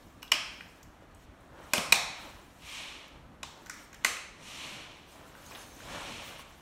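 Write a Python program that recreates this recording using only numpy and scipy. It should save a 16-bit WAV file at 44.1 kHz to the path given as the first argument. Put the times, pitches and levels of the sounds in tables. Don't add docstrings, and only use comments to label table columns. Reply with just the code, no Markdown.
import sys
import numpy as np
from scipy import signal
from scipy.io import wavfile
from scipy.ndimage import uniform_filter1d

SR = 44100
rng = np.random.default_rng(int(sys.argv[2]) if len(sys.argv) > 2 else 0)


def voltage_ratio(decibels):
    exponent = np.asarray(decibels, float) / 20
    return 10 ** exponent


def pcm_store(signal):
    levels = np.round(np.clip(np.atleast_2d(signal), -1, 1) * 32767)
    wavfile.write(sys.argv[1], SR, levels.astype(np.int16).T)


N = 291501

# t/s, level fed to the room/dB, grit level/dB, grit time/ms
SNAPS = [
    (0.3174, -14.5, -14, 3.95),
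    (1.7343, -12, -11.5, 1.34),
    (1.7806, -22.5, -26, 1),
    (1.9237, -10, -13.5, 2.6),
    (3.4301, -29.5, -28.5, 1.6),
    (3.6962, -29, -30.5, 1.6),
    (4.0464, -13.5, -16, 1.7),
]


def latches():
    catch_direct, catch_fed = catches()
    overtone_direct, overtone_fed = overtones()
    small_parts = signal.butter(2, 550, "high", fs=SR)
    direct = signal.lfilter(*small_parts, catch_direct + overtone_direct) + thuds()
    return direct, catch_fed + overtone_fed


def catches():
    # f/Hz, level/dB per Hz
    first_catch = [(240, -45.5), (400, -15), (552, -20), (605, -2), (738, -19.5), (860, -9.5), (1630, -9.5),
                   (2050, -9), (2350, -3), (3250, -3), (3550, -13), (5310, -6), (6190, -16.5),
                   (7440, -16.5), (10700, -24), (15500, -30.5)]
    clamp = [(88, -78), (150, -12), (445, -8), (607, 0.5), (751, -7), (1400, -10), (1700, -14.5),
             (2360, -5), (3910, -13), (5230, -10.5), (6470, -15), (8660, -13), (15500, -27)]
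    clamp_seat = [(88, -60.5), (150, 14.5), (583, 6), (766, -3.5), (1020, 16.5), (1980, -1.5),
                  (2360, -14.5), (3980, 4), (8660, -5), (15500, -13.5)]
    lever = [(180, -54), (300, -12.5), (562, -8), (620, -3), (953, -3), (1030, -1.5), (1490, -13),
             (2480, -4.5), (3150, -8.5), (4000, -1), (5050, -11.5), (5570, -7.5), (9140, -15), (15500, -24)]
    near_pin = [(290, -43), (500, -12.5), (997, -0.5), (1450, -11.5), (1820, -12), (2760, -9.5),
                (3740, -6.5), (4770, -11.5), (7340, -14), (15500, -45)]
    hinge = [(410, -39), (700, -16), (1410, 0.5), (2310, -2.5), (2590, -17), (3820, -13), (4350, -15),
             (5570, -7.5), (8650, -15), (15500, -35.5)]
    lock = [(260, -66), (450, -14), (605, -7.5), (931, -6.5), (1050, 0), (1690, -5), (2070, -1), (3100, -6),
            (3490, -12), (3980, -6.5), (5690, -14), (6310, -9), (8240, -10.5), (15600, -23)]
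    # f/Hz, t60/ms, ring in the room/dB
    main_modes = [(2580, 7.3, -23), (2550, 9.3, -24.5), (3200, 4.9, -33), (2525, 10.3, -14.5),
                  (1050, 9, -52), (1460, 24, -39), (2070, 3, -41)]
    # t/s, click level/dB, tilt/dB per octave, ring level/dB
    contact_lists = [
        [(.3174, -19, 5, -34), (.3192, -5, 6, -32), (.3209, -11, 1.5, -18)],
        [(1.7352, -11, 5, -29), (1.7362, -9, 2.5, -17.5), (1.7400, -20.5, -6, -38)],
        [(1.78, -17, 6.5, -15)],
        [(1.9232, -2, 2.5, -14), (1.9249, -6, 8, -3.5), (1.9274, -15, -2.5, -16)],
        [(3.4314, -25.5, 5, -48), (3.4334, -29.5, 1.5, -45), (3.4370, -39, -5.5, -35.5)],
        [(3.6974, -25, 4.5, -45), (3.6993, -34, -1, -39)],
        [(4.0400, -37, -4, -44), (4.0464, -24, 5, -40), (4.0473, -11, 2.5, -22), (4.0486, -11.5, -1.5, -18),
         (4.0500, -13.5, -4, -20), (4.0538, -26, -1, -30), (4.0598, -26, 4, -34), (4.0625, -24, -1, -18),
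         (4.0660, -21, 1, -29)],
    ]
    direct, fed = np.zeros((2, N))
    seeds = rng.standard_normal((len(SNAPS), 1500))
    parts = first_catch, clamp, clamp_seat, lever, near_pin, hinge, lock
    for snap, mode, contacts, colour, seed in zip(SNAPS, main_modes, contact_lists, parts, seeds):
        s, room_db, grit_db, grit_ms = snap
        hz, t60_ms, hum_db = mode
        t60 = t60_ms / 1000
        grit = signal.oaconvolve(rush(grit_ms, seed), pulse(colour, tilt_db=-0.5))
        add(direct, s, peaked(grit, grit_db))
        add(fed, s, voltage_ratio(room_db + 15.0) * pulse(colour))
        add(fed, s, knell(hum_db, hz, t60))
        for k, (at, click_db, tilt_db, ring_db) in enumerate(contacts):
            chatter = signal.unit_impulse(100) + peaked(rush(0.4, seed[100 * k:][:100]), -7.0)
            click = np.convolve(chatter, pulse(colour, tilt_db))
            add(direct, at, peaked(click, click_db))
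            add(direct, at, knell(ring_db, hz, t60))
    return direct, fed


def overtones():
    mode_lists = [
        [(3.3, -18, 2850, .011, -28), (1.8, -24, 3170, .014, -27), (2.9, -20, 2370, .011, -36),
         (1.8, -21, 5100, .012, -28), (1.8, -25, 4060, .01, -33), (1.8, -25, 1330, 0.015, -31),
         (1.8, -25, 1760, .012, -35), (1.9, -31, 420, .02, -44)],
        [(1.2, -24, 5340, .01, -32), (1.9, -23, 1620, .012, -34), (1.9, -26, 7200, .009, -38)],
        [],
        [(1.2, -15, 3930, .015, -27), (1.3, -25, 1000, .016, -30), (1.2, -23, 5500, .011, -31)],
        [],
        [(1.3, -33, 5800, .008, -48)],
        [(.9, -23, 1410, 0.012, -33), (.9, -24, 1070, 0.014, -30), (2.2, -21, 2400, 0.011, -36),
         (1.6, -21, 2110, .012, -38), (.9, -25, 6300, .012, -30), (.9, -26, 8860, .012, -38),
         (1.1, -27, 600, .016, -38), (.9, -27, 7550, .011, -38)],
    ]
    direct, fed = np.zeros((2, N))
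    for snap, modes in zip(SNAPS, mode_lists):
        for late_ms, db, hz, t60, hum_db in modes:
            add(direct, snap[0] + abs(late_ms) / 1000, knell(db, hz, t60))
            add(fed, snap[0], knell(hum_db, hz, t60))
    return direct, fed


def thuds():
    # t/s, peak level/dB, f/Hz, t60/s
    flexings = [
        (1.295, -37, 56, 0.091),
        (1.734, -26, 252, 0.039),
        (1.736, -25, 655, 0.027),
        (1.782, -22, 216, 0.045),
        (2.101, -36, 223, 0.021),
        (1.923, -34.5, 197, 0.1),
        (1.924, -19, 913, 0.019),
        (4.048, -39.5, 251, 0.071),
    ]
    out = np.zeros(N)
    for s, db, hz, t60 in flexings:
        onset = 1 - np.exp(-np.arange(8000) / SR * hz * 4.2)
        add(out, s, knell(db, hz, t60) * onset)
    return out


def spring_bounces():
    # t/s, peak level/dB, f/Hz, slip time/ms, crack level/dB
    bounces = [
        (1.9326, -15, 8700, 0.44, -16),
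        (1.958, -26, 8960, 0.49, -10),
    ]
    return ticks(bounces, width_hz=1500)


def small_ticks():
    # t/s, peak level/dB, f/Hz, slip time/ms, crack level/dB
    slips = [(0.2235, -46, 2600, 2, -20), (0.2295, -31.5, 2580, 1.1, -2), (0.2305, -38.5, 1300, 1.6, -20),
             (0.2785, -46, 3400, 2, -23), (0.6092, -31, 1470, .4, -33), (0.6105, -39, 2300, .3, -40),
             (1.024, -41.5, 638, 0.92, -30), (1.347, -50, 1050, 1.4, -31), (5.5226, -41, 2370, 1.2, -12),
             (5.511, -42, 900, 2, -25), (5.8044, -41, 1280, 1.5, -20), (6.401, -42, 1300, 1.5, -12),
             (3.661, -45, 1430, 1.9, -18.5), (3.6676, -41, 1390, 1.5, -16), (3.741, -38, 1750, 1.2, -9),
             (3.9303, -41.5, 2050, 2.1, -11), (3.9445, -38.5, 1740, 0.99, -6),
             (4.1683, -30, 2450, 1.8, -20), (5.1514, -58, 2520, 1.5, -9), (5.352, -41.5, 1560, 1.9, -9),
             (5.517, -42, 2360, 1.5, -9), (5.5505, -37, 3000, 1.1, -10), (5.556, -41, 3600, 1.1, -8),
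             (5.5577, -37, 1500, 1.6, -9), (6.395, -34, 1150, .7, -14)]
    return ticks(slips, width_hz=710)


def seam_ticks():
    # t/s, peak level/dB, f/Hz, crack level/dB
    seams = [(0.221, -43, 5360, -9), (0.229, -34.5, 5400, -3), (0.2785, -50, 5600, -8),
             (4.04, -46, 5500, -5), (0.83, -39.5, 6850, 3), (0.8364, -50, 5900, -2), (1.148, -48, 8770, -4),
             (1.4057, -59, 10000, -6), (3.0804, -50, 5390, 2), (3.5754, -53, 5190, -1),
             (3.661, -43, 5400, -7), (3.6684, -43, 5560, -5), (3.7084, -41, 5630, -3),
             (3.93, -43, 6500, -9), (3.9454, -45, 6540, -13), (5.462, -42, 6690, -7),
             (5.5306, -49, 6730, -3)]
    slip_ms = 2.2
    return ticks([(s, db, hz, slip_ms, crack_db) for s, db, hz, crack_db in seams], width_hz=2700)


def buckle():
    # t/s, level/dB, f/Hz, t60/s
    knocks = [(5.447, -64, 6540, .12), (5.463, -54, 6600, .1), (5.500, -64, 9900, .12),
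              (5.530, -60, 6500, .12), (5.530, -54, 14100, .03), (5.549, -51, 5070, 0.04),
              (5.565, -58, 9850, 0.2), (5.575, -60, 5000, 0.12), (5.447, -63, 5050, .15),
              (5.508, -60, 6200, .06), (5.580, -59, 6330, 0.4), (5.585, -63, 9800, .35),
              (5.705, -62, 6300, 0.4)]
    # frequency ratio, level/dB
    cluster = [
        (1.013, -3.5),
        (.981, -3),
    ]
    rise_s = .0015
    onset = 1 - np.exp(-np.arange(8000) / SR / rise_s)
    out = np.zeros(N)
    for s, db, hz, t60 in knocks:
        side_modes = sum(knell(db + side_db, hz * ratio, t60) for ratio, side_db in cluster)
        add(out, s, onset * (knell(db, hz, t60) + side_modes))
    return out


def sliding():
    slides = [(1.26, -71, 0.23, 0.18), (1.6, -63, 0.086, 0.61), (1.73, -56, 0.039, .05),
              (2.17, -53, 0.16, 0.4), (2.69, -49.5, 0.11, .2), (2.78, -42.5, 0.16, 0.34),
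              (2.93, -51, .2, 0.33), (3.5, -67, .03, 0.22), (3.78, -61.5, .03, 0.19),
              (3.94, -59.5, .02, 0.094), (4.03, -62, 0.034, 0.057), (4.49, -50.5, .12, 0.22),
              (4.63, -44, 0.23, 0.52), (5.16, -63, 0.043, .3), (5.45, -61, 0.37, 0.22),
              (5.56, -55.5, 0.078, 0.22), (5.97, -46, 0.21, 0.51), (6.18, -47, 0.39, 0.44)]
    # f/Hz, level/dB per Hz
    slide_colour = [(500, -35), (850, -11), (1100, -0.5), (1420, -16), (1680, -5.5), (1990, -6),
                    (2380, 2.5), (2600, -2), (3000, 1.5), (3550, -4), (3950, -4), (5010, -12.5),
                    (5590, -12.5), (9080, -25), (15500, -42.5)]
    colour = [(250, -59.5)] + slide_colour
    return strokes(slides) * hiss(colour, patchy_db=0.5, flicker_db=0.5, size=256)


def dragging():
    drags = [(0.9, -64.5, 0.26, 0.66), (1.6, -52.5, 0.17, 0.43), (2.22, -50, 0.14, 0.33),
             (2.81, -56, 0.066, 0.7), (3.2, -65.5, 0.35, 0.28), (3.55, -60, 0.086, 0.44),
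             (3.8, -62, 0.063, 0.17), (3.94, -62, .03, 0.14), (4.03, -57, 0.032, 0.059),
             (4.4, -58, .07, 0.31), (4.78, -53, 0.54, 0.39), (5.17, -55, 0.072, 1),
             (5.55, -51.5, 0.11, 0.35), (5.95, -42.5, 0.16, 0.48), (6.25, -51.5, 0.15, 0.42)]
    # f/Hz, level/dB per Hz
    drag_colour = [(53, -56), (90, -1), (233, -6.5), (465, -10), (636, -1.5), (749, -10), (807, -5),
                   (1800, -11), (2340, -27), (3960, -120)]
    return strokes(drags) * hiss(drag_colour, patchy_db=1.5, flicker_db=0.9)


def scuffing():
    scuffs = [
        (2.74, -52, 0.16, 0.35),
        (4.5, -53.5, 0.13, .5),
        (4.71, -54.5, 0.34, .2),
        (5.92, -54.5, 0.22, 0.59),
        (6.12, -55, 0.29, .3),
    ]
    # f/Hz, level/dB per Hz
    scuff_colour = [(3000, -11), (5500, -0.5), (9000, -4.5), (12000, -13), (16000, -20)]
    return strokes(scuffs) * hiss(scuff_colour, patchy_db=1.0, flicker_db=0.6, size=256)


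def cloth():
    rustles = [(0.02, -60.5, .1, 0.44), (0.5, -59.5, 0.23, 0.71), (0.78, -64, 0.18, .05),
               (1.15, -68, .01, .1), (1.24, -61, 0.11, .03), (1.41, -68, .01, 0.24),
               (1.72, -57, 0.26, 0.11), (1.84, -56, .05, .12), (2.22, -52, 0.09, 0.29), (3.62, -64, .1, .1),
               (2.45, -60, .3, 0.44), (2.7, -56, 0.21, 0.21), (3.25, -77, .3, 0.31),
               (3.055, -65.5, .008, .015), (3.088, -68, .008, .015), (3.47, -57.5, .03, 0.18),
               (3.68, -61, 0.13, .1), (3.82, -54, 0.17, 0.13), (4.0, -63, 0.07, 0.18), (4.22, -68, .05, .2),
               (4.6, -64, .25, .3), (5.0, -65, .15, 0.089), (5.12, -54, 0.079, .25), (5.28, -58, .05, .08),
               (5.56, -49.5, 0.34, 0.73), (5.95, -60, .25, 0.57), (6.28, -45.5, .09, 0.13),
               (6.4, -47.5, 0.033, 0.044), (6.55, -59.5, 0.35, 0.54)]
    # f/Hz, level/dB per Hz
    cloth_colour = [(2500, 1), (5000, 1.5), (9000, -1.5), (13000, -4), (16000, -2)]
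    return voltage_ratio(-4.0) * strokes(rustles) * hiss(cloth_colour, patchy_db=2.5, flicker_db=0.0, size=256)


def rumble():
    shudder = [
        (1.9, -52.5, 0.21, 0.31),
    ]
    # f/Hz, level/dB per Hz
    rumble_colour = [(18, -35), (30, -5), (44, 3.5), (54, 8), (66, 0), (113, -6), (130, -4.5), (265, -6),
                     (293, -3.5), (330, -12.5), (430, -42), (730, -120)]
    traffic_db = -59
    gain = np.hypot(voltage_ratio(traffic_db), strokes(shudder))
    return voltage_ratio(2.0) * gain * hiss(rumble_colour, patchy_db=-1.5, flicker_db=-2.2, size=2048)


def air():
    # f/Hz, level/dB per Hz
    air_colour = [(150, -39), (250, -10.5), (308, 0.5), (428, -4.5), (575, -2.5), (786, -5), (1090, -5),
                  (3090, -17.5), (4860, -25), (6300, -27.5), (15800, -35)]
    return voltage_ratio(-59) * hiss(air_colour, patchy_db=1.1, flicker_db=0.5, size=2048)


def early(x):
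    # delay/ms, level/dB, scatter/ms
    echoes = [
        (1.937, -5.5, 0.13),
        (13.67, -18, 1.1),
        (19.86, -18, 0.96),
        (26.24, -18, 7.6),
    ]
    taps = signal.unit_impulse(3000)
    for (ms, db, scatter_ms), seed in zip(echoes, rng.standard_normal((len(echoes), 800))):
        smear = rush(scatter_ms, seed)
        add(taps, ms / 1000, voltage_ratio(db) * smear / np.linalg.norm(smear))
    return signal.oaconvolve(x, taps)[:N]


def room(x):
    # f/Hz, t60/s
    decay = [(150, 0.41), (600, 0.77), (1200, 0.76), (2400, 0.75), (4600, 0.69), (8000, 0.55), (10000, .5),
             (13000, 0.36)]
    taps = np.zeros(SR)
    at = np.arange(180, SR - 12, 12)
    taps[at + rng.integers(0, 12, len(at))] = rng.choice([-1., 1.], len(at))
    hz, t, z = signal.stft(taps, SR, nperseg=256)
    fading = voltage_ratio(-60 * t / read(decay, hz)[:, None])
    tail = signal.istft(z * fading, SR, nperseg=256)[1]
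    return signal.fftconvolve(x, tail / np.linalg.norm(tail))[:N]


def ticks(table, width_hz):
    out = np.zeros(N)
    for (s, db, hz, slip_ms, crack_db), seed in zip(table, rng.standard_normal((len(table), 2000))):
        add(out, s - .001, tick(db, hz, width_hz, slip_ms, crack_db, seed))
    return out


def tick(db, hz, width_hz, slip_ms, crack_db, seed):
    swarm = peaked(rush(slip_ms, seed), -4.0) + signal.unit_impulse(len(seed), idx=30)
    body = ring(ring(swarm, hz, width_hz), hz, 2 * width_hz)
    crack = np.diff(swarm, prepend=0)
    return peaked(evened(body) + voltage_ratio(crack_db) * evened(crack), db)


def rush(slip_ms, seed):
    u = np.arange(len(seed)) / SR * 1000 / max(slip_ms, .1)
    return seed * u ** 1.09 * np.exp(-1.6 * u)


def pulse(colour, tilt_db=0, size=2048):
    hz = abs(np.fft.fftfreq(size, 1 / SR))
    level_db = read(colour, hz) + tilt_db * np.log2(hz / 2500 + .02)
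    log_gain = np.log(voltage_ratio(np.maximum(level_db, -90)))
    click = np.fft.ifft(np.exp(signal.hilbert(log_gain).conj())).real[:size // 2]
    return click / np.linalg.norm(click)


def knell(db, hz, t60):
    t = np.arange(8000) / SR
    return voltage_ratio(db - 60 * t / t60) * np.sin(2 * np.pi * hz * t)


def ring(x, hz, width_hz):
    r = np.exp(-np.pi * width_hz / SR)
    pole = r * np.exp(2j * np.pi * hz / SR)
    return 2 * signal.lfilter([1 - r], [1, -pole], x).real


def strokes(table):
    depth_db, rise_bend, fall_bend = 21.5, 1.78, 1.42
    s, db, rise, fall = np.transpose(table)[:, :, None]
    at = np.arange(0, N + 64, 64)
    late = at / SR - s
    sunk = np.where(late < 0, abs(late / rise) ** rise_bend, abs(late / fall) ** fall_bend)
    gain = np.linalg.norm(voltage_ratio(db - depth_db * sunk), axis=0)
    return np.interp(np.arange(N), at, gain)


def hiss(colour, patchy_db, flicker_db, size=512):
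    frames, hz = 4 * N // size + 5, np.fft.rfftfreq(size, 1 / SR)
    a, b, patches = rng.standard_normal((frames, len(hz), 3)).T
    patches = uniform_filter1d(patches, size=6, axis=0)
    patches = evened(uniform_filter1d(patches, size=16, axis=1))
    flicker = evened(uniform_filter1d(rng.standard_normal(frames), size=4))
    level_db = read(colour, hz)[:, None] + patchy_db * patches + flicker_db * flicker
    z = (a + 1j * b) * voltage_ratio(level_db)
    return evened(signal.istft(z, nperseg=size, noverlap=3 * size // 4)[1][:N])


def read(points, hz):
    f, value = np.transpose(points)
    return np.interp(np.log(hz + 1), np.log(f + 1), value)


def evened(x):
    return x / np.sqrt(np.mean(x ** 2) + 1e-20)


def peaked(x, db):
    return voltage_ratio(db) * x / abs(x).max()


def add(mix, s, sound):
    part = mix[round(s * SR):][:len(sound)]
    part += sound[:len(part)]


def scene():
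    direct, fed = latches()
    small, seams = small_ticks(), seam_ticks()
    near = direct + small + seams + spring_bounces() + buckle()
    reverberant = room(fed + voltage_ratio(-3.5) * small + voltage_ratio(-4.5) * seams)
    rubbing = sliding() + dragging() + scuffing() + cloth()
    return (early(near) + reverberant + rubbing + air() + rumble())[None]


def low_pass(x):
    return signal.sosfilt(signal.butter(12, 16750, fs=SR, output="sos"), x)


def record(dry):
    # f/Hz, level/dB
    response = [(25, -6), (50, -0.5), (4300, 0), (4900, -3), (5400, 1), (9600, 0), (10500, -3),
                (11500, 0.5), (15600, -3.5), (16300, -31), (17000, -58)]
    hz = np.linspace(0, SR / 2, 1025)
    port = signal.firwin2(1023, hz, voltage_ratio(read(response, hz)), fs=SR)
    limited = 1.3 * np.tanh(dry / 1.3)
    return low_pass(signal.oaconvolve(limited, port[None], "same"))


dry = scene()
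out = record(dry)
pcm_store(out)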